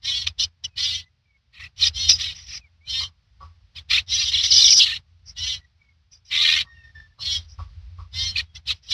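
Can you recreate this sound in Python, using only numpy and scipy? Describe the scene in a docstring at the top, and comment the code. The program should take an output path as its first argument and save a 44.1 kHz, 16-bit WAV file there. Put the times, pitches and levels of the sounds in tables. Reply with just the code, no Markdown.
"""Caged shrike in a yard

A caged shrike chatters harsh, nasal notes close to a phone: stacks of unsteady partials and turbulence
pass through throat bands, with sine glides, breath noise and a noisy treble. Sine whistles and ringing
clucks of far birds stand over noise shaped as a wavering low rumble and thin wash. The phone's noise
suppressor lets the yard through while calls fill the voice band, and turns it down between them."""
import sys
import numpy as np
from scipy import signal
from scipy.fft import rfft, irfft, next_fast_len
from scipy.io import wavfile
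from scipy.ndimage import uniform_filter1d, minimum_filter1d

SR = 44100
rng = np.random.default_rng(int(sys.argv[2]) if len(sys.argv) > 2 else 0)


def dump_mix(stems):
    """Bounce the given channels to the path in sys.argv[1] as a 16-bit WAV at rate SR."""
    frames = np.atleast_2d(stems).T  # one column per channel
    limited = np.clip(frames, -1, 1)  # hard clip at full scale
    pcm = np.round(limited * 32767).astype(np.int16)
    wavfile.write(sys.argv[1], SR, pcm)


N = 393813


def gain_of(db):
    """Decibel law: amplitude ratio of a level."""
    return 10 ** (np.asarray(db) / 20)


def evened(x):
    """Power normalization: scale to rms 1."""
    return x / np.sqrt(np.mean(x ** 2) + 1e-20)


def add(mix, start_s, sound):
    """Linear superposition: add a sound in place, cut at the end of the mix."""
    part = mix[round(start_s * SR):][:len(sound)]
    part += sound[:len(part)]


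def band(x, lo_hz, hi_hz, order=4):
    """Band-pass filtering with a maximally flat passband."""
    sos = signal.butter(order, [lo_hz, hi_hz], "band", fs=SR, output="sos")
    return signal.sosfilt(sos, x)


def coloured(points):
    """Spectral shaping: noise of rms 1 that follows the (freq_hz, level_db) points, silent outside them."""
    points_hz, points_db = np.transpose(points)
    size = next_fast_len(N)
    hz = np.fft.rfftfreq(size, 1 / SR)
    shape_db = np.interp(np.log(hz + 1), np.log(points_hz), points_db, -150, -150)
    spectrum = rfft(rng.standard_normal(size)) * gain_of(shape_db)
    return evened(irfft(spectrum, size)[:N])


def wander(count, ms):
    """Low-pass random fluctuation: twice-averaged noise of rms about 1 that changes within ms."""
    size = max(round(ms * SR / 1000), 1)
    once = uniform_filter1d(rng.standard_normal(count), size)
    return uniform_filter1d(once, size) * np.sqrt(1.5 * size)  # restores the rms lost by averaging


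def yard():
    """Resonance shaping: far traffic hums in broad low resonances under a thin outdoor wash of noise."""
    # Level of the rumble ahead of the suppressor: time_s, level_db
    rumble_levels = [(0, -46), (.34, -42), (.69, -48), (1.37, -50.5), (2.06, -36), (2.4, -42.5),
                     (3.09, -44), (3.5, -34.5), (4.12, -41), (4.81, -47), (5.15, -39.5), (6.4, -49),
                     (6.87, -39.5), (7.21, -39.5), (7.8, -21), (8.24, -36), (8.6, -39.5), (9, -42.5)]
    # Low resonances: centre_hz, width_hz, relative_db
    resonances = [(62, 25, 0.5), (85, 16, 6), (157, 13, -20.5)]
    # Relative spectral density of the wash: freq_hz, level_db
    wash_spectrum = [(110, 1.5), (130, -6.5), (240, -22), (300, -30), (720, -28), (1900, -26),
                     (4900, -25.5), (5800, -31), (6800, -44.5), (8300, -50), (15000, -63)]
    wash_mean_db, wash_follows = -51.5, .4  # the wash follows the rumble's level by a share

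    rumble_db = np.interp(np.arange(N) / SR, *np.transpose(rumble_levels))
    wash_db = wash_mean_db + wash_follows * (rumble_db - rumble_db.mean())
    hz = np.geomspace(15, 400, 80)
    power = sum(gain_of(db) ** 2 / (1 + (2 * (hz - centre_hz) / width_hz) ** 2) ** 3
                for centre_hz, width_hz, db in resonances)
    rumble = coloured(np.c_[hz, 10 * np.log10(power)])
    wash = coloured(wash_spectrum) * gain_of(0.54 * wander(N, 30))
    common = gain_of(rumble_db) * rumble + gain_of(wash_db) * wash
    # a weak delayed copy of opposite sign at the two microphone ports
    return common + .03 * np.roll(common, SR // 20) * [[1], [-1]]


def far_whistles():
    """Frequency modulation: gliding sines flutter in pitch and level, with weak harmonics."""
    # Far whistles: start_s, length_s, from_hz, to_hz, from_db, to_db
    whistles = [(.69, 0.062, 2600, 2480, -77, -65), (1.011, 0.078, 1950, 2040, -66, -64.5),
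                (1.239, .14, 2370, 2160, -78.5, -64), (2.598, 0.092, 2650, 2057, -68, -65),
                (2.804, 0.078, 2150, 2500, -74, -56), (4.861, 0.091, 1768, 1840, -45.5, -42),
                (5.58, 0.089, 1950, 1925, -71.5, -60), (5.785, 0.15, 2320, 2150, -73.5, -66.5),
                (6.647, .28, 1862, 1815, -54.5, -55), (6.742, .13, 2840, 2505, -59.5, -73.5),
                (6.944, .14, 1780, 1765, -45, -61), (7.097, 0.042, 1770, 1770, -69, -69),
                (8.467, 0.08, 3350, 3250, -79, -66)]
    overtones_below_hz = 2100  # whistles that start lower carry stronger overtones

    out = np.zeros(N)
    for start_s, length_s, from_hz, to_hz, from_db, to_db in whistles:
        hz, db = np.linspace((from_hz, from_db), (to_hz, to_db), round(length_s * SR)).T
        n = len(hz)
        overtone_db = -16 if from_hz < overtones_below_hz else -34
        phase = 2 * np.pi * np.cumsum(hz * (1 + 0.0031 * wander(n, 11.0))) / SR
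        flutter = gain_of(db + 4.9 * wander(n, 6.6)) * signal.windows.tukey(n, .3)
        overtones = np.sin(2 * phase) + 0.72 * np.sin(3 * phase)
        tone = np.sin(phase) + gain_of(overtone_db) * overtones
        add(out, start_s, np.sqrt(2) * flutter * tone)  # sqrt 2: a sine of rms 1
    return out


def far_clucks():
    """Modal decay: a far hen's clucks are damped sines roughened by fast random modulation."""
    # Clucks: start_s, level_db
    clucks = [(3.0041, -41.5), (3.4047, -39), (6.6476, -56), (7.1791, -51.5), (7.585, -39.5),
              (7.984, -45.5)]
    # Modes of one cluck: freq_hz, relative_db, t60_s
    modes = [(1136, 6, 0.17), (1107, 16, 0.032), (750, -5, 0.085), (546, -9, 0.11), (5050, -17, 0.25)]

    out = np.zeros(N)
    t = np.arange(SR // 5) / SR
    onset = 1 - np.exp(-(t / .009) ** 2)
    for start_s, level_db in clucks:
        rings = sum(gain_of(db - 60 * t / t60_s) * np.sin(2 * np.pi * hz * t) for hz, db, t60_s in modes)
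        rasp = 1 + 0.8 * wander(len(t), 1.93)
        add(out, start_s, gain_of(level_db) * onset * rings * rasp)
    return out


def suppressed(noise, calls):
    """Downward expansion: the phone turns the yard down while no call fills the voice band."""
    depth_db, middle_db, softness_db = 18, -46.5, 7.3
    power = uniform_filter1d(band(calls.mean(0), 900, 6300, order=2) ** 2, 900)
    power_db = 10 * np.log10(abs(power) + 1e-12)
    shut = 1 / (1 + np.exp((power_db - middle_db) / softness_db))
    held = minimum_filter1d(shut, 900, origin=400)  # opens at once, shuts a little late
    return noise * gain_of(-depth_db * uniform_filter1d(held, 500))


def effort_db(attack_s, hold_s, release_s, first_db, last_db):
    """Amplitude envelope: attack, a sloping and bulging hold, release, as levels in dB."""
    rise_db, fall_db = 42, 39
    rise_bend, fall_bend = 1.7, 1.3  # exponents: the level eases into and out of the hold
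    swell_db_per_s = 22  # a longer hold bulges more in its middle
    up, on, down = (np.linspace(0, 1, max(round(s * SR), 2)) for s in (attack_s, hold_s, release_s))
    held = first_db + (last_db - first_db) * on + swell_db_per_s * hold_s * np.sin(np.pi * on)
    attack = first_db - rise_db * (1 - up) ** rise_bend
    release = last_db - fall_db * down ** fall_bend
    return np.r_[attack, held, release]


def pulse_stack(n, top_hz, rough, alternate):
    """Period doubling: alternating pulses add partials at half multiples; roughness frays them all."""
    place = np.linspace(-1, 1, n)
    arch = 1 - 0.06 * (place - .1) ** 2  # membranes are tightest in mid note
    warble = .002 * wander(n, 25) + .065 * rough ** 2 * wander(n, 9)
    turns = np.cumsum(top_hz * arch * (1 + warble)) / SR
    ragged = .7 + 1.2 * place ** 2  # start and end are rougher than the middle
    limit_hz = 12600
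    stack = np.zeros(n)
    for k in range(2, int(limit_hz / top_hz) + 1):
        # partial k lies at k/2 times the pulse rate; high ones swell and slip most
        height = k * top_hz / limit_hz
        swell = np.clip(wander(n, 32 - 24 * rough), -3, 1.5)
        swell_db = (2.6 + 3.5 * rough + 3.5 * height) * swell
        weight = (1, alternate, .6, alternate)[k % 4]  # even multiples of the pulse rate lead
        start_phase = 2 * np.pi * rng.random()
        slip = (.6 * rough + 1.6 * height ** 3) * ragged * wander(n, 3)
        stack += weight * gain_of(swell_db) * np.cos(np.pi * k * turns + start_phase + slip)
    turbulence = (.12 + 1.9 * rough ** 2) * ragged * rng.standard_normal(n)
    return evened(stack) + turbulence


def throat_filter(source, low_db, high_db):
    """Source-filter principle: formant bands of throat and beak set the colour of the source."""
    # Bands that throat and beak pass: from_hz, to_hz
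    formants = [(1010, 1640), (1820, 2790), (2900, 4410), (4760, 6000)]
    band_levels_db = (low_db - 19, low_db, 0, high_db)
    out = sum(gain_of(db) * evened(band(source, lo_hz, hi_hz, order=7))
              for (lo_hz, hi_hz), db in zip(formants, band_levels_db))
    short_power = uniform_filter1d(out ** 2, 600)
    return out / (short_power + .01) ** .4  # the air stream sets the total power


def note(attack_s, hold_s, release_s, first_db, last_db, top_hz, rough, alternate, low_db, high_db):
    """Source-filter synthesis of one note; returns its sound, effort and extreme-treble envelope."""
    flutter_db, flutter_ms = 2, 7  # the effort is never steady
    # the extreme treble is fainter in notes whose low band lies under the knee
    treble_slope, treble_knee_db = 1.1, -7
    effort = gain_of(effort_db(attack_s, hold_s, release_s, first_db, last_db))
    n = len(effort)
    rough, alternate = np.clip([rough, alternate], 0, 1)
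    source = pulse_stack(n, top_hz, rough, alternate)
    voiced = throat_filter(source, low_db, high_db)
    flutter = gain_of(flutter_db * np.minimum(wander(n, flutter_ms), 1))
    treble = effort * gain_of(treble_slope * min(low_db - treble_knee_db, 0))
    return effort * flutter * voiced, effort, treble


def slides():
    """Frequency modulation: quick whistled glides inside the notes, with a jittering pitch."""
    # Glides: start_s, length_s, from_hz, to_hz, level_db
    glides = [(0.386, 0.064, 2980, 3020, -31.5), (0.64, 0.028, 3100, 2970, -29),
              (1.818, 0.028, 4190, 3840, -14.5), (3.93, 0.044, 3310, 3870, -18.5),
              (3.969, 0.028, 2174, 2855, -20.5), (4.333, 0.037, 4350, 2730, -17.5),
              (4.37, .015, 2825, 4340, -22), (4.383, 0.011, 4150, 3050, -19),
              (4.393, 0.031, 3120, 4300, -22.5), (4.501, 0.038, 5520, 3500, -13.5),
              (4.623, 0.011, 4060, 3750, -12.5), (4.641, 0.015, 3950, 3340, -12.5),
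              (4.676, 0.029, 2200, 2380, -31), (4.71, 0.029, 2790, 2175, -29),
              (4.792, 0.042, 3500, 2550, -19), (8.357, 0.013, 2470, 2570, -21)]
    out = np.zeros(N)
    for start_s, length_s, from_hz, to_hz, level_db in glides:
        n = round(length_s * SR)
        hz = np.linspace(from_hz, to_hz, n) * (1 + 0.023 * wander(n, 2.2))
        tone = np.sqrt(2) * np.sin(2 * np.pi * np.cumsum(hz) / SR)
        add(out, start_s, gain_of(level_db) * signal.windows.tukey(n, .6) * tone)
    return out


def breath_noise(breath):
    """Turbulent flow: noise with a broad spectrum follows the breath, alike at both ports."""
    # Relative spectral density of the breath: freq_hz, level_db
    breath_spectrum = [(150, -37), (700, -41.5), (1100, -37), (1600, -33.5), (6200, -26), (8300, -33.5)]
    return gain_of(-23) * breath * coloured(breath_spectrum)


def noisy_treble(breath, treble):
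    """Amplitude-modulated noise: uneven high bands follow the notes, independent at the two ports."""
    # Relative spectral density of the high noise, with narrow dips: freq_hz, level_db
    high_spectrum = [(4970, -24.5), (8450, -1.5), (8660, -16.5), (10400, 0), (12200, -8.5), (15900, -36.5),
                     (22000, -120)]
    high_db, extreme_db = -33, -39
    high = np.array([coloured(high_spectrum), coloured(high_spectrum)])
    extreme = np.array([evened(band(v, 13000, 15500)) for v in rng.standard_normal((2, N))])
    return gain_of(high_db) * breath * high + gain_of(extreme_db) * treble * extreme


def shrike():
    """Superposition of voiced notes, amplitude-modulated rasp, glides, breath and treble noise."""
    # Notes: start_s, attack_s, hold_s, release_s, first_db and last_db (effort at the ends of the hold,
    # before its swell), top_hz (pulse rate ahead of arch and warble), roughness and alternation (clipped
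    # to 0-1), low_db, high_db (throat bands against the main band)
    notes = [ (0.017, 0.049, 0.17, 0.044, -25, -30.5, 555.7, .37, 0.64, -15.5, -8.5),
             (0.26, 0.015, 0.0051, 0.035, -16.5, -29, 1244, 0.61, 0, -7.5, -5.5),
             (0.38, 0.017, 0.044, 0.03, -21.5, -21, 1220, 0.76, 0.52, -21, -1.5),
             (0.635, 0.0088, 0.0079, 0.026, -26.5, -27.5, 1376, 0.68, 0.65, -13.5, 3),
             (0.755, 0.029, 0.2, 0.069, -25, -29.5, 587, 0.46, 0.88, -14.5, -7.5),
             (1.519, 0.022, 0.043, 0.024, -54, -47.5, 1258, 0.76, 0.45, 2, -17.5),
             (1.584, .022, 0.064, 0.02, -39, -43, 1252, 0.88, 0.54, 6.5, -8),
             (1.761, 0.072, 0.05, 0.024, -18, -19, 1255, 0.74, 0.5, -12, -1.5),
             (1.924, 0.048, .11, 0.01, -26.5, -26.5, 537, 0.27, 0.4, -20, -5.5),
             (2.076, 0.022, 0.068, 0.039, -11.5, -33, 1308, 0.84, 0, -12.5, 12),
             (2.168, 0.034, 0.12, 0.052, -24.5, -35.5, 638, 0.69, 0.7, -11.5, -7.5),
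             (2.337, 0.019, 0.1, 0.037, -44, -52, 599, 0.88, 0.6, -2.5, 7),
             (2.449, 0.026, 0.1, 0.03, -44, -35.5, 597, 0.86, 0.5, -2, 8),
             (2.846, 0.06, 0.13, 0.065, -29.5, -26, 532, 0.41, 0.5, -18.5, -8),
             (3.746, 0.02, 0.026, 0.031, -38, -36.5, 1268, 0.8, 0.4, -9.5, -10),
             (3.886, 0.029, 0.075, 0.038, -18, -21, 1327, 0.93, 0.18, -6, -10),
             (4.063, 0.065, 0.15, 0.031, -22, -27.5, 606, 0.49, 0.77, -16, -1.5),
             (4.264, 0.025, .004, 0.038, -20.5, -18.5, 608, 0.56, .8, -20, -3.5),
             (4.301, 0.025, 0.1, 0.027, -25, -25.5, 1097, 0.98, 0.76, -12, -8),
             (4.421, 0.02, 0.075, 0.013, -17.5, -30.5, 1105, 0.96, 1, -15.5, -0.5),
             (4.495, 0.025, .18, 0.014, -17, -16, 1158, 0.74, .5, -21, 3.5),
             (4.691, 0.02, 0.091, 0.013, -12, -30, 1193, 0.82, 0.6, -25, 13),
             (4.758, 0.015, 0.021, .014, -14, -13.5, 1206, .8, 0.9, -43, 13.5),
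             (4.782, .018, 0.046, 0.027, -13, -16, 1254, 1, 0, -26, -13.5),
             (4.848, 0.013, 0.11, 0.027, -21.5, -31.5, 1295, 1.06, 0, -10.5, -18.5),
             (5.244, 0.042, .012, .04, -47, -44.5, 1075, 0.86, 0.16, 7, 31),
             (5.345, 0.043, .15, 0.07, -33, -26, 509, 0.36, .53, -16, -7),
             (6.104, 0.026, .012, 0.074, -52, -51, 1190, .94, 0, -4, 17.5),
             (6.243, 0.013, .045, .012, -59, -50.5, 611.7, .6, .63, -7.5, 9),
             (6.294, 0.03, 0.29, 0.032, -25, -22, 610, 0.61, 0.8, -7, -15),
             (7.181, 0.04, .14, 0.058, -31.5, -22.5, 556, 0.31, 0.58, -20.5, -7),
             (7.387, .02, 0.051, .03, -54, -62, 548, 0.87, .8, -15, -2),
             (7.46, 0.048, 0.017, .06, -57.5, -58.5, 1180, .92, 1, -11, 31.5),
             (8.113, 0.056, 0.13, 0.072, -27.5, -28, 532, 0.31, 0.38, -16, -5.5),
             (8.335, 0.045, .025, 0.028, -20.5, -25.5, 1211, 0.87, 0.8, -9, -15.5),
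             (8.404, .02, 0.042, 0.04, -62, -67.5, 1220, 0.93, 0.6, -3, -8),
             (8.539, 0.02, 0.011, .025, -39, -37.5, 1345, .9, 0.95, -12.5, -2.5),
             (8.654, 0.039, 0.024, 0.027, -19.5, -18.5, 1285, 0.83, 0, -11, -12),
             (8.731, 0.014, 0.042, .03, -50, -64, 1270, 0.95, 0.3, -7, -3),
             (8.815, .02, 0.049, 0.015, -58.5, -51, 1210, 0.95, 1, -6.5, 8),
             (8.872, 0.05, 0.023, 0.035, -20.5, -22, 1195, 0.69, 1, -20, -9.5), ]
    # Throb of the long rasp: from_s, to_s, rate_hz, depth_db (either way)
    from_s, to_s, rate_hz, depth_db = (6.33, 6.6, 80, 3)

    voice, effort, treble = np.zeros((3, N))
    for start_s, *settings in notes:
        sound, note_effort, note_treble = note(*settings)
        add(voice, start_s, sound)
        add(effort, start_s, note_effort)
        add(treble, start_s, note_treble)
    t = np.arange(N) / SR
    rasping = (t > from_s) * (t < to_s)
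    voice *= gain_of(depth_db * np.sin(2 * np.pi * rate_hz * t) * rasping)
    breath = effort ** 0.97  # its level in dB changes a little less than the effort's
    return voice + slides() + breath_noise(breath) + noisy_treble(breath, treble)


def reverberation(bird):
    """Diffuse reflection: cage and yard walls return a noise tail that decays exponentially."""
    t60_s, level_db = 0.15, -43.5
    t = np.arange(SR // 10) / SR
    tail = rng.standard_normal((2, len(t))) * gain_of(-60 * t / t60_s)
    ports = tail[:1] + .8 * tail[1:] * [[1], [-1]]  # shared part plus or minus a difference
    wet = signal.fftconvolve(bird, ports, axes=1)[:, :N] / np.linalg.norm(tail[0])
    return gain_of(level_db) * wet


def scene():
    """Superposition of the calls and the yard, whose level the calls control."""
    bird = shrike()
    calls = bird + reverberation(bird) + far_whistles() + far_clucks()
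    return calls + suppressed(yard(), calls)


def record(dry):
    """Amplitude and band limits: clipping at full scale, then a linear-phase low-pass."""
    edge_hz = 15590
    lowpass = signal.firwin(511, edge_hz, window=("kaiser", 9), fs=SR)
    return signal.oaconvolve(np.clip(dry, -1, 1), lowpass[None], "same")


dry = scene()
out = record(dry)
dump_mix(out)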